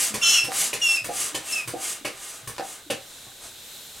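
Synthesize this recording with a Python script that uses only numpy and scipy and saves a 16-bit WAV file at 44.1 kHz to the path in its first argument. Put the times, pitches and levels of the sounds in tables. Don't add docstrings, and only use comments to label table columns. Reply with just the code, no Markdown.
import sys
import numpy as np
from scipy import signal
from scipy.fft import rfft, irfft, next_fast_len
from scipy.io import wavfile
from scipy.ndimage import map_coordinates

SR = 44100
rng = np.random.default_rng(int(sys.argv[2]) if len(sys.argv) > 2 else 0)


def log_audio(samples):
    frames = np.atleast_2d(samples).T
    limited = np.clip(frames, -1, 1)
    pcm = np.round(limited * 32767).astype(np.int16)
    wavfile.write(sys.argv[1], SR, pcm)


N = 176400
CONTACT_S = .0014


def amp(db):
    return 10 ** (np.asarray(db) / 20)

def unit(x):
    return x / np.sqrt(np.mean(x ** 2) + 1e-20)

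def along(points, hz):
    f, v = np.transpose(points)
    return np.interp(np.log(hz + 1), np.log(f + 1), v)

def clock():
    return np.arange(N) / SR

def wobble(rate):
    return map_coordinates(rng.standard_normal(N // 8), [clock() * rate], mode="wrap")

def filtered(x, response):
    size = next_fast_len(N + SR // 2)
    return irfft(rfft(x, size) * response(np.fft.rfftfreq(size, 1 / SR)), size)[..., :N]

def noise(spectrum, peaks=()):
    def response(f):
        lift_db = sum(db / (1 + (2 * (f - hz) / width) ** 2) for hz, width, db in peaks)
        return amp(along(spectrum, f) + lift_db)
    return unit(filtered(rng.standard_normal(N), response))

def swell(s, rise, fall):
    t = clock() - s
    return np.abs(np.cos(np.pi / 2 * np.clip(np.where(t < 0, -t / rise, t / fall), 0, 1)))

def decay(s, t60, rise):
    t = np.maximum(clock() - s, 0)
    return (1 - np.exp(-t / rise)) * np.exp(-np.minimum(np.log(1000) * t / t60, 20))

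def ring(blows, modes):
    out, t = np.zeros(N + SR), np.arange(SR // 2) / SR
    for s, db in blows:
        tone = 0
        for hz, level, t60 in modes:
            envelope = amp(level + rng.normal(0, 1.3)) * np.exp(-np.log(1000) * t / t60)
            cycles = hz * t * (1 + rng.normal(0, .0072)) + rng.random()
            tone += envelope * np.sin(2 * np.pi * cycles)
        out[round(s * SR):][:len(t)] += amp(db) * tone * (1 - np.exp(-t / CONTACT_S))
    return out[:N]


# t/s of fastest flow, rise/s, fall/s, level/dB
STROKES = [(.01, 0.13, 0.15, -21.5), (0.328, 0.17, 0.14, -23), (0.608, 0.13, 0.14, -22),
           (.91, 0.16, .14, -29), (1.221, 0.15, 0.14, -25.5), (1.53, 0.14, 0.15, -30),
           (1.87, 0.13, .16, -29.5), (2.26, 0.18, 0.26, -38.5), (2.7, 0.13, 0.15, -39.5)]
# f/Hz, level/dB
JET_SPECTRUM = [(1000, -18.5), (2000, -7), (2900, -4.5), (4200, -7), (5400, -4.5), (6500, -2), (7500, 1),
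                (8300, -1.5), (9300, -1), (10200, -1.5), (11500, -5), (13000, -11.5), (15500, -18.5)]
RUSH_SPECTRUM = [(60, -76), (200, -2), (400, 1.5), (700, 2.5), (1000, 2.5), (1800, 3), (3000, -1.5),
                 (6000, -13.5)]
# f/Hz, width/Hz, lift/dB
WHOOSH_PEAKS = [(1194, 26, 11), (2850, 130, 3.5), (4770, 88, 8), (6070, 110, 7), (6650, 340, 4),
                (8070, 160, 5.5), (8480, 205, 8), (9900, 180, 4.5)]

def airflow():
    speeds = [(db, swell(s, rise, fall)) for s, rise, fall, db in STROKES]
    jet_level = sum(amp(db) * speed ** 2.47 for db, speed in speeds)
    rush_level = sum(amp(.59 * db) * speed ** .77 for db, speed in speeds)
    jet = jet_level * noise(JET_SPECTRUM, WHOOSH_PEAKS) * amp(wobble(rate=70))
    return jet + amp(-24.5) * rush_level * noise(RUSH_SPECTRUM, WHOOSH_PEAKS)


# t/s, level/dB
HISS_LEVEL = [(0, -48), (2.88, -49.5), (3.1, -45.5), (3.35, -46), (3.55, -45), (3.75, -42), (4, -44.5)]
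# f/Hz, level/dB
HISS_SPECTRUM = [(300, -13), (700, -11), (1100, -14), (2400, -10.5), (3100, -7.5), (3600, -1.5),
                 (4050, -1.5), (4550, -9.5), (5800, -10), (7600, -6.5), (10500, -12), (13000, -12),
                 (15500, -21)]
ROOM_NOISE_SPECTRUM = [(25, -5.5), (70, -13), (115, -8.5), (170, -16), (500, -12.5), (900, -22),
                       (2000, -27)]

def noise_floor():
    level = amp(np.interp(clock(), *np.transpose(HISS_LEVEL)))
    top_hiss = amp(-55) * swell(3.78, rise=.33, fall=.33)
    top_hiss *= noise([(10000, -22), (12300, -2), (13400, 2), (14400, -2), (15800, -14)])
    mid = level * noise(HISS_SPECTRUM) + top_hiss + amp(-55.5) * noise(ROOM_NOISE_SPECTRUM)
    side = .37 * level * noise(HISS_SPECTRUM)
    return np.array([mid + side, mid - side])


def electrical_pips(per_second=30, hz=1520, first_s=.0532, half_width_s=.0025):
    beat = (clock() - first_s) * per_second
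    number = np.round(beat)
    t = (beat - number) / per_second
    db = -49 - 5 * (number % 2) + wobble(per_second)
    return amp(db) * np.exp(-(t / half_width_s) ** 2) * np.sin(2 * np.pi * hz * t)


# t/s, f/Hz, level/dB
GRUNTS = [(0.105, 234, -27), (.435, 120, -31), (.712, 260, -40), (1.015, 115, -37), (1.325, 270, -37),
          (1.65, 120, -40), (2.011, 280, -33.5), (2.43, 130, -38), (2.862, 300, -38)]

def seal_grunts():
    waver = 1 + .06 * wobble(rate=80)
    return sum(amp(db) * decay(s, t60=.07, rise=.004) * np.sin(2 * np.pi * np.cumsum(hz * waver) / SR)
               for s, hz, db in GRUNTS)


# t/s, rattle level/dB, rise/s, shell level/dB, thump f/Hz, thump level/dB,
# ring f/Hz, ring level/dB, rattle treble/dB
CLACKS = [(0.139, -26, 0.0038, -38.5, 229, -21, 2470, -23, -0.5),
          (.729, -27, 0.0029, -44.5, 340, -33, 2500, -19.5, 0),
          (1.344, -26.5, 0.0049, -39.5, 313, -24, 3070, -19.5, 0),
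          (2.047, -26, 0.0057, -39, 313, -21.5, 2410, -15, -3),
          (2.9, -27.5, 0.0055, -32, 215, -21.5, 3000, -16.5, -2)]
# f/Hz, level/dB
RATTLE_SPECTRUM = [(150, -7), (500, 2), (800, -7.5), (1100, 0), (1400, -7.5), (1850, -3), (3000, -6.5),
                   (4000, -5.5), (5500, -4.5), (8000, -3.5), (11000, -5.5), (15500, -21)]
# f/Hz, level/dB, T60/s
SHELL_MODES = [(76, -9.5, 0.079), (119, -3, 0.09), (208, 1, 0.06), (301, 1.5, 0.06), (528, 9, 0.063),
               (629, 7.5, 0.041), (766, 8, 0.064), (1124, -2, 0.074)]

def piston_clacks(ring_width_hz=1100):
    out = np.zeros(N)
    for s, db, rise, shell_db, thump_hz, thump_db, ring_hz, ring_db, treble_db in CLACKS:
        grain = filtered(noise(RATTLE_SPECTRUM), lambda f: amp(along([(2000, 0), (5000, treble_db)], f)))
        chatter = unit(amp(2.5 * wobble(rate=400)))
        out += 2 * amp(db) * decay(s, t60=.14, rise=rise) * grain * chatter
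        band = filtered(rng.standard_normal(N),
                        lambda f: 1 / (1 + (2 * (f - ring_hz) / ring_width_hz) ** 2))
        out += amp(ring_db) * decay(s, t60=.049, rise=rise) * unit(band)
        out += ring([(s, shell_db)], SHELL_MODES) + ring([(s, thump_db)], [(thump_hz, 0, .042)])
    return out


def rubber_flap(hz, octave_db, rough):
    pitch = hz * (1 + .003 * wobble(rate=90) + .0349 * rough * wobble(rate=700))
    phase = 2 * np.pi * np.cumsum(pitch) / SR
    harmonics = np.sin(phase) + amp(octave_db) * (np.sin(2 * phase) + amp(-16) * np.sin(3 * phase))
    half_orders = amp(-16.5) * rough * (.83 * np.sin(phase / 2) + np.sin(1.5 * phase))
    rasp = 1 + .17 * np.sqrt(np.abs(rough)) * wobble(rate=1300)
    flutter = amp(1.3 * wobble(rate=90) + 1.5 * rough * wobble(rate=250))
    return np.sqrt(2) * (harmonics + half_orders) * rasp * flutter


# t/s, f/Hz, level/dB, octave/dB re fundamental, roughness (0-1)
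SQUEALS = [
    [(.212, 2766, -27.5, -6, 0.16), (.235, 2712, -25, 0.5, 0.3), (.3, 2670, -28, 4.5, 0.16),
     (.33, 2780, -28.5, 5.5, .7), (.365, 2810, -23, -2, .9), (.4, 2671, -24.5, -3, 0.68),
     (.435, 2744, -30, -3, 0.5), (.465, 2700, -60, -12, 0.6)],
    [(.812, 2890, -31, -4, 0.26), (.822, 2831, -24, -3, 0.16), (.855, 2770, -20, -13, 0.1),
     (.885, 2693, -22, -5, 0), (.945, 2691, -25.5, -11, 0.08), (.982, 2566, -30.5, -5, 0.5),
     (1.025, 2530, -51, -7, 0.6)],
    [(1.478, 2686, -44, -18, 0.16), (1.51, 2658, -30.5, -24, 0.31), (1.53, 2670, -28.5, 1.5, 0.09),
     (1.56, 2606, -31, -14, 0), (1.59, 2540, -30.5, -10, 0.55), (1.64, 2460, -45, -26, 0.7)],
]
# start t/s, end t/s, start f/Hz, end f/Hz,
# start level/dB, end level/dB, octave/dB re fundamental, roughness (0-1)
SIDE_TONES = [(0.224, 0.37, 3075, 2960, -24, -26, -1.5, 0.23),
              (0.218, 0.399, 3430, 3280, -30, -29.5, 1.5, 0.34),
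              (0.235, 0.395, 4060, 4200, -32, -36, -17, 0.52), (0.219, 0.39, 1376, 1400, -37.5, -42, -5, 1),
              (0.817, 0.946, 3410, 3385, -27, -48, -0.5, 0.15),
              (0.97, 1.005, 2530, 2470, -24.5, -39, -8, 0.3)]

def valve_squeals(edge_s=.0064, side_onset_s=.0094, side_fade_s=.022):
    t, out = clock(), np.zeros(N)
    for contour in SQUEALS:
        times, *columns = np.transpose(contour)
        hz, db, octave_db, rough = [np.interp(t, times, column) for column in columns]
        gate = np.clip(np.minimum(t - times[0], times[-1] - t) / edge_s, 0, 1)
        out += amp(db) * gate * rubber_flap(hz, octave_db, rough)
    for start, end, first_hz, last_hz, first_db, last_db, octave_db, rough in SIDE_TONES:
        gate = np.clip(np.minimum((t - start) / side_onset_s, (end - t) / side_fade_s), 0, 1)
        db = np.interp(t, [start, end], [first_db, last_db])
        hz = np.interp(t, [start, end], [first_hz, last_hz])
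        out += amp(db) * gate * rubber_flap(hz, octave_db, rough)
    return out


# t/s, puff level/dB, thud level/dB
KNOCKS = [(0.438, -32, -60), (1.042, -33, -43.5), (1.674, -33, -40), (2.473, -34.5, -38), (3.267, -64, -53)]
# f/Hz, level/dB, T60/s
THUD_MODES = [(73.4, 0, 0.18), (116, 7, 0.073), (280, 1.5, 0.043), (1100, 3.5, 0.067), (1750, 1, 0.07)]

def piston_knocks():
    envelope = sum(amp(db) * decay(s, t60=.18, rise=.0022) for s, db, _ in KNOCKS)
    air = noise([(200, -.5), (2000, -.5), (3500, -4), (6000, -4), (9500, .5), (15500, -9.5)],
                WHOOSH_PEAKS)
    return 2 * envelope * air + ring([(s, db) for s, _, db in KNOCKS], THUD_MODES)


# t/s, knock level/dB, ring f/Hz, ring level/dB
PLOPS = [(.481, -33, 745, -26), (1.088, -33.5, 760, -23.5), (1.736, -32, 735, -26.5),
         (2.594, -35, 745, -25.5), (3.268, -58, 700, -48)]
# f/Hz, level/dB, T60/s
VALVE_MODES = [(298, 7, 0.044), (497, 10.5, 0.04), (596, 5.5, 0.058)]

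def valve_plops():
    out = ring([(s, db) for s, db, _, _ in PLOPS], VALVE_MODES)
    for s, _, hz, db in PLOPS:
        pitch = hz * (1 + .09 * wobble(rate=260))
        out += amp(db) * decay(s, t60=.15, rise=CONTACT_S) * np.sin(2 * np.pi * np.cumsum(pitch) / SR)
    return out


# t/s, level/dB
TICKS = [(0.519, -21), (2.565, -33), (2.582, -24.5), (2.587, -29), (2.597, -27.5), (2.608, -30)]

def plastic_ticks():
    envelope = sum(amp(db) * decay(s, t60=.0066, rise=.000068) for s, db in TICKS)
    return 2 * envelope * noise([(400, 2), (1500, 8), (3000, 2), (5500, -5), (10000, -7.5), (15500, -21)])


# t/s, half length/s, level/dB
BRUSHES = [(3.154, 0.22, -49.5), (3.451, 0.07, -40.5), (4.0, 0.11, -46.5)]

def balloon_brushes():
    envelope = sum(amp(db) * swell(s, half, half) ** 2 for s, half, db in BRUSHES)
    return envelope * noise([(70, 5.5), (200, -4), (900, 1), (2500, -5), (5000, -3.5), (8500, 2),
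                             (11000, -5), (15500, -27)])


# f/Hz, T60/s
ROOM_T60 = [(100, 0.3), (700, 0.3), (3000, 0.29), (9000, 0.21), (15000, 0.09)]
# f/Hz, side-to-mid amplitude ratio
TAIL_WIDTH = [(60, 0.11), (150, 0.2), (500, 0.57), (1500, 0.36), (6000, 0.24), (13000, 0.54)]

def room(x, wet_db):
    hz, t, diffuse = signal.stft(rng.standard_normal((2, SR // 2)), SR, nperseg=256)
    near_walls = 1 + amp(-15.5) * np.exp(-(t / .031) ** 2)
    absorption = np.exp(-np.log(1000) * t / along(ROOM_T60, hz)[:, None])
    tail = signal.istft(diffuse * near_walls * absorption * (t > 0), SR, nperseg=256)[1]
    tail /= np.linalg.norm(tail[0])
    mid, side = amp(wet_db) * signal.fftconvolve(x[None], tail, axes=1)[:, :N]
    side = filtered(side, lambda f: along(TAIL_WIDTH, f))
    return (x + mid + np.array([side, -side])) / np.sqrt(1 + amp(wet_db) ** 2)


def scene():
    air = room(airflow() + balloon_brushes(), wet_db=-6.5)
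    background = noise_floor() + electrical_pips()
    piston = room(seal_grunts() + piston_clacks() + piston_knocks() + plastic_ticks(), wet_db=-2)
    valves = room(valve_squeals(), wet_db=-3.5) + room(valve_plops(), wet_db=-1)
    return air + background + piston + valves


def record(dry):
    low_hz, top_hz = 40, 15850
    return filtered(dry, lambda hz: (hz < top_hz) * 1j * hz / (low_hz + 1j * hz))


dry = scene()
out = record(dry)
log_audio(out)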